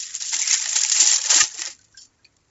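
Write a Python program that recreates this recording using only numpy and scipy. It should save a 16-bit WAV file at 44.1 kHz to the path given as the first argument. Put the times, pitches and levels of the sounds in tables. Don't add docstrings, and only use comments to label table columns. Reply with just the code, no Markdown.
import sys
import numpy as np
from scipy import signal
from scipy.fft import rfft, irfft
from scipy.io import wavfile
from scipy.ndimage import uniform_filter1d, minimum_filter1d

SR = 44100
rng = np.random.default_rng(int(sys.argv[2]) if len(sys.argv) > 2 else 0)


def file_out(sig):
    cols = np.atleast_2d(sig).T
    lim = np.clip(cols, -1, 1)
    pcm = np.round(lim * 32767).astype(np.int16)
    wavfile.write(sys.argv[1], SR, pcm)


N = 110250

# (time [s], crackle level [dB], mid body relative to crackle [dB])
TEAR_FORCE = [(0.0, -28, -19.5), (0.17, -45, 0.5), (0.199, -39.5, -25), (0.207, -29, -7),
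              (0.309, -26.5, -25), (0.33, -32, 1), (0.379, -25.5, -15), (0.432, -22, -22),
              (0.462, -28, -4.5), (0.532, -17, -7), (0.581, -29, -7), (0.751, -26, -13), (0.758, -17.5, -2),
              (0.791, -22, -17), (0.82, -24.5, -5), (0.86, -25.5, -12.5), (0.982, -18, -11.5),
              (1.141, -14.5, -18.5), (1.209, -30, -9), (1.27, -22.5, -13), (1.285, -31.5, -8),
              (1.296, -18, -5), (1.402, -15.5, -7.5), (1.41, -35, -12), (1.428, -14, -15), (1.47, -34, -12),
              (1.55, -40, -10), (1.589, -30, -8.5), (1.682, -43, 5), (1.75, -61, -3), (1.911, -67, -4),
              (1.961, -64, -3), (2.07, -77.5, 7), (2.5, -82, 11.5)]
# (time [s], level [dB])
SHEET_SHAKE = [(0, -99), (.2, -82), (.24, -55), (.304, -89.5), (.334, -47), (.42, -49.5), (.44, -61.5),
               (.48, -67), (.58, -71.5), (.62, -57.5), (.8, -48.5), (.88, -62), (1.016, -39), (1.242, -52),
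               (1.34, -29), (1.44, -42.5), (1.49, -62.5), (1.674, -50), (1.778, -106), (2.5, -85)]
# (centre time [s], level [dB], length [ms], mid body relative to level [dB])
CREASE_SNAPS = [(0.0328, -41, 9.4, -16), (0.116, -39.5, 54, -32), (0.1444, -30, 11, -2),
                (0.1522, -17.5, 1.6, -42), (0.164, -27.5, 25, -12), (0.2074, -25.5, 16, -26),
                (0.2156, -30, 3.4, 2), (0.2237, -16.5, 3.7, -17.5), (0.2619, -34.5, 1.6, -26),
                (0.2858, -24.5, 6.7, -40), (0.2953, -24.5, 13, -26.5), (0.33, -19, 16, -9.5),
                (0.3445, -16.5, 12, -4), (0.3569, -21.5, 11, -25), (0.3662, -14.5, 4.6, -22.5),
                (0.395, -19.5, 12, -7.5), (0.418, -16.5, 3.1, -15), (0.478, -16, 9, -4.5),
                (0.5121, -8.5, 4.6, -31.5), (0.5309, -8, 3.6, -35), (0.5427, -5, 3.7, -19.5),
                (0.55, -12.5, 2.1, -21), (0.5777, -21, 19, -35.5), (0.6007, -27, 8.9, -28.5),
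                (0.6422, -20.5, 5.7, 1), (0.659, -14.5, 2.2, 5), (0.6654, -27.5, 9, 5.5),
                (0.694, -13.5, 4.3, -16), (0.7066, -25, 6, -27.5), (0.731, -20, 8.7, -4),
                (0.7325, -28.5, 3.8, -20), (0.766, -13, 6.8, -7), (0.8116, -32.5, 11, -29),
                (0.816, -13.5, 7.2, -23.5), (0.8365, -7, 3.4, -21), (0.85, -5, 1.3, -3.5),
                (0.8885, -17.5, 2.8, -19.5), (0.8995, -12, 3.8, -8), (0.9193, -11.5, 4.5, -4),
                (0.9245, -8, 4.6, -18.5), (0.966, -11, 3.9, -4), (1.011, -10, 34, -17),
                (1.0663, -23, 23, -31), (1.0744, -11, 8.4, -21.5), (1.116, -5, 3.3, -8),
                (1.1343, -17.5, 6.7, 3), (1.1617, -10.5, 3.5, -20), (1.1695, -20, 3.9, 0.5),
                (1.2169, -19, 9.4, -28), (1.2414, -17, 2.6, -20.5), (1.2616, -20, 8.4, -4.5),
                (1.3045, -1.5, 7, 0), (1.3147, -10, 12, -5.5), (1.3456, -9.5, 10, -1.5),
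                (1.3563, -17.5, 16, -1.5), (1.3645, -7, 10, -15), (1.4096, -5.5, 16, -22.5),
                (1.545, -31.5, 8.6, -8), (1.5758, -31.5, 2.9, -22), (1.588, -32, 2.3, -6),
                (1.613, -23, 5.5, -11), (1.6197, -19.5, 6.3, 3), (1.6539, -14.5, 1.6, -14),
                (1.6607, -22, 3.2, -24), (1.6682, -31.5, 3.7, -4.5), (1.6753, -28, 18, 1),
                (1.7034, -34.5, 4.5, -22), (1.7099, -37.5, 34, -2.5), (1.7285, -46.5, 14, 7),
                (1.7513, -47, 6.7, -12.8), (1.7922, -49, 3.3, -10), (1.8164, -50.5, 11, -14),
                (1.847, -50, 14, -25), (1.9258, -51, 4.3, -32), (1.9774, -41.5, 18, -27),
                (2.022, -43.5, 34, -35), (2.054, -48.5, 15, -15.5), (2.252, -53.5, 12, -3),
                (2.368, -51, 5.2, -13)]
# (time [s], level before the rise [dB], pitch [Hz])
FLEX_POPS = [(.218, -41, 894), (.33, -23, 913), (0.353, -40.5, 306), (0.399, -44, 303), (0.396, -30, 918),
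             (.4155, -14.5, 2130), (.421, -15.5, 2300), (.431, -13, 2210), (.444, -15.5, 2120),
             (.453, -28, 2080), (.507, -13.5, 2070), (.51, -24, 3860), (0.513, -14, 2150),
             (.525, -20, 2080), (.537, -24.5, 884), (.598, -34, 884), (.654, -35, 850), (0.666, -45.5, 265),
             (.67, -36.5, 657), (0.756, -23, 872), (0.77, -36.5, 524), (0.756, -3.5, 4000),
             (0.846, -27.5, 866), (0.85, -37.5, 3200), (0.987, -33.5, 341), (1.02, -26, 336),
             (1.021, -28, 884), (1.118, -37, 585), (1.186, -38.5, 527), (1.252, -35.5, 526),
             (1.326, -25.5, 524), (1.355, -24.5, 310), (1.359, -32.5, 864), (1.421, -29, 352),
             (1.542, -41.5, 452), (1.56, -40.5, 742), (1.587, -37.5, 336), (1.614, -32, 902),
             (1.67, -58, 850), (1.671, -36, 544), (1.677, -40, 340), (1.727, -50, 267)]
# (pitch [Hz], level [dB])
TWANG_PARTIALS = [(1230, -21), (1720, -20), (1830, -17), (2150, -23), (2380, -22), (2730, -21), (2950, -24),
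                  (3360, -24), (4330, -23), (4900, -21)]
# (time [s], level before the rise [dB], pitch [Hz], 60 dB decay time [s])
TABLE_TICKS = [(1.79, -50.5, 1520, 0.11), (1.79, -56, 4320, 0.1), (1.926, -56, 5700, 0.17),
               (1.945, -42.5, 1580, 0.14), (1.974, -45, 1585, 0.15), (1.974, -51, 3150, 0.15),
               (1.978, -49.5, 3430, 0.079), (1.974, -35.5, 5240, 0.11), (1.976, -40, 7080, 0.23),
               (1.988, -43.5, 4570, 0.19), (1.997, -43, 5680, 0.17), (2.017, -48.5, 4570, 0.15),
               (2.018, -36, 5440, 0.081), (2.03, -51, 6100, 0.12), (2.192, -57, 1620, 0.08),
               (2.2505, -37, 2440, .02), (2.2462, -34.5, 4260, 0.015), (2.2505, -37.5, 4550, 0.027),
               (2.264, -47.5, 4450, 0.035), (2.265, -52, 2455, 0.06)]
# (frequency [Hz], relative density [dB])
CRISP_SPECTRUM = [(300, -68.5), (1500, -41.5), (2800, -11.5), (3600, -10.5), (5000, -2.5), (6200, 3),
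                  (7000, 5.5), (7380, 9.5), (7600, -5)]
BODY_SPECTRUM = [(500, -50.5), (1100, -18.5), (1600, -8.5), (1900, -0.3), (2500, -6), (3300, -9),
                 (5000, -6.5)]
LOW_SPECTRUM = [(150, -41.5), (400, -21), (650, -7), (800, -5), (870, 6.5), (950, -6.5), (1300, -6),
                (2000, -23.5)]
AIR_SPECTRUM = [(15, -17.5), (25, 1), (108, 5.5), (196, -3.5), (248, 0.5), (602, -9.5), (1460, -9),
                (1610, -19), (3620, -23.5), (7600, -13.5), (9880, -50.5), (16700, -120)]

CRACKS_PER_S, CRACK_SPREAD_DB, CLUMP_DB = 1500, 2, 1
RUSTLE = 0.23
FACETS, FACET_HOLD = 32, 384
RING_CYCLES = 100
RING_SHARE, SNAP_RING_SHARE = 0.65, 0.3
SNAP_RISE, SNAP_FALL = 0.25, 0.51
SNAP_TRIM_DB, SNAP_BODY_TRIM_DB, SNAP_LOW_DB = 1.5, -6.5, -16
SNAP_LEAD = 600
TONE_RISE_S = 0.006
WOBBLE_CYCLES, ROUGH_HZ = 13, 3200
CLEAN_S = 0.012
POP_DECAY_S, POP_SHORT_HZ = 0.09, 1500
TWANG_S, TWANG_WIDE_S = 1.4125, 0.0055
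PUFF_S, PUFF_WIDE_S, PUFF_HZ, PUFF_DB = 1.43, 0.0023, 96.3, -36
ROOM_T60_S, ROOM_DB, AIR_DB = 0.08, -15, -66.5
CEILING, EDGE_HZ = 0.97, 7640


def amp(db):
    return 10 ** (np.asarray(db, float) / 20)


def even(x):
    return x / np.sqrt(np.mean(x ** 2) + 1e-20)


def colour(x, spectrum):
    hz, db = np.transpose(spectrum)
    size = N + 4096
    log_bins = np.log(np.fft.rfftfreq(size, 1 / SR) + 1)
    gain = even(amp(np.interp(log_bins, np.log(hz), db)))
    return irfft(rfft(x, size) * gain, size)[:N]


def add(mix, s, sound):
    part = mix[round(s * SR):][:len(sound)]
    part += sound[:len(part)]


def foil(drive, spectrum, ring_share=RING_SHARE):
    t = np.arange(2400) / SR
    facet = np.repeat(rng.integers(0, FACETS, size=N // FACET_HOLD + 1), FACET_HOLD)[:N]
    ringing = np.zeros(N)
    for k in range(FACETS):
        hz = rng.uniform(340, 8056, size=(16, 1))
        modes = np.sin(2 * np.pi * hz * t) * amp(-60 * t * hz / RING_CYCLES)
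        response = modes.sum(0)
        response /= np.linalg.norm(response)
        ringing += signal.oaconvolve(drive * (facet == k), response)[:N]
    direct_share = np.sqrt(1 - ring_share ** 2)
    return colour(ring_share * ringing + direct_share * drive, spectrum)


def crackle():
    t = np.arange(N) / SR
    s, db, body_db = np.transpose(TEAR_FORCE)
    level_db, body_db = np.interp(t, s, db), np.interp(t, s, body_db)
    shake_db = np.interp(t, *np.transpose(SHEET_SHAKE))
    slow_noise = uniform_filter1d(uniform_filter1d(rng.standard_normal(N), size=180), size=120)
    clump = amp(CLUMP_DB * even(slow_noise))
    crack_size = amp(CRACK_SPREAD_DB * np.minimum(rng.exponential(1, N), 5)) * rng.choice([-1, 1], N)
    cracks = even(crack_size * (rng.random(N) < CRACKS_PER_S / SR))
    drive = even((cracks + RUSTLE * rng.standard_normal(N)) * clump)
    crisp = foil(drive * amp(level_db), CRISP_SPECTRUM)
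    body = foil(drive * amp(level_db + body_db), BODY_SPECTRUM)
    shake = colour(drive * amp(shake_db), LOW_SPECTRUM)
    return crisp + body + shake


def reflections(x):
    at = np.arange(60, 9000, 22)
    taps = np.zeros(9100)
    signs = rng.choice([-1, 1], len(at))
    taps[at + rng.integers(0, 22, len(at))] = signs * amp(-60 * at / SR / ROOM_T60_S)
    return signal.oaconvolve(x, taps / np.linalg.norm(taps))[:N]


def room_air():
    return amp(AIR_DB) * colour(rng.standard_normal(N), AIR_SPECTRUM)


def snaps():
    ms = np.arange(-SNAP_LEAD, 1400) / SR * 1000
    top_power, body_power = np.zeros(N), np.zeros(N)
    for s, db, length, body_db in CREASE_SNAPS:
        rise = np.exp(-0.5 * (ms / (SNAP_RISE * length)) ** 2)
        fall = np.exp(-abs(ms) / (SNAP_FALL * length))
        power = np.where(ms < 0, rise, fall) ** 2
        start = s - SNAP_LEAD / SR
        add(top_power, start, amp(2 * (db + SNAP_TRIM_DB)) * power)
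        add(body_power, start, amp(2 * (db + body_db + SNAP_BODY_TRIM_DB)) * power)
    burst = rng.standard_normal(N)
    top_burst, body_burst = np.sqrt(top_power) * burst, np.sqrt(body_power) * burst
    crisp = foil(top_burst, CRISP_SPECTRUM, SNAP_RING_SHARE)
    body = foil(body_burst, BODY_SPECTRUM, SNAP_RING_SHARE)
    return crisp + body + amp(SNAP_LOW_DB) * colour(body_burst, LOW_SPECTRUM)


def dying_tone(db, hz, t60):
    t = np.arange(5000) / SR
    rise = 1 - np.exp(-t / (TONE_RISE_S * 500 / hz))
    span = int(WOBBLE_CYCLES * SR / hz) + 1
    drift = even(uniform_filter1d(uniform_filter1d(rng.standard_normal(len(t)), span), span))
    rough = min(0.15 + (hz / ROUGH_HZ) ** 2, 1) * np.minimum(t / CLEAN_S, 1)
    wobble = 1 - rough + rough * drift
    return amp(db - 60 * t / t60) * rise * wobble * np.sin(2 * np.pi * hz * t)


def pops():
    out = np.zeros(N)
    for s, db, hz in FLEX_POPS:
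        t60 = POP_DECAY_S * (300 / hz) ** 0.37 / (1 + (hz / POP_SHORT_HZ) ** 2)
        add(out, s, dying_tone(db, hz, t60))
    return out


def twang():
    t = np.arange(N) / SR
    bell = np.exp(-0.5 * ((t - TWANG_S) / TWANG_WIDE_S) ** 2)
    return bell * sum(amp(db) * np.sin(2 * np.pi * (hz * t + rng.random())) for hz, db in TWANG_PARTIALS)


def puff():
    t = np.arange(N) / SR - PUFF_S
    return amp(PUFF_DB) * np.exp(-0.5 * (t / PUFF_WIDE_S) ** 2) * np.cos(2 * np.pi * PUFF_HZ * t)


def ticks():
    out = np.zeros(N)
    for s, db, hz, t60 in TABLE_TICKS:
        add(out, s, dying_tone(db, hz, t60))
    return out


def scene():
    paper = crackle() + snaps() + pops() + twang() + puff() + ticks()
    return (paper + amp(ROOM_DB) * reflections(paper) + room_air())[None]


def record(dry):
    safe_gain = minimum_filter1d(CEILING / np.maximum(abs(dry), CEILING), size=121)
    held = dry * uniform_filter1d(uniform_filter1d(safe_gain, size=41), size=41)
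    low_pass = signal.firwin(331, EDGE_HZ, window=("kaiser", 7), fs=SR)
    return signal.oaconvolve(held, low_pass[None], "same")


dry = scene()
out = record(dry)
file_out(out)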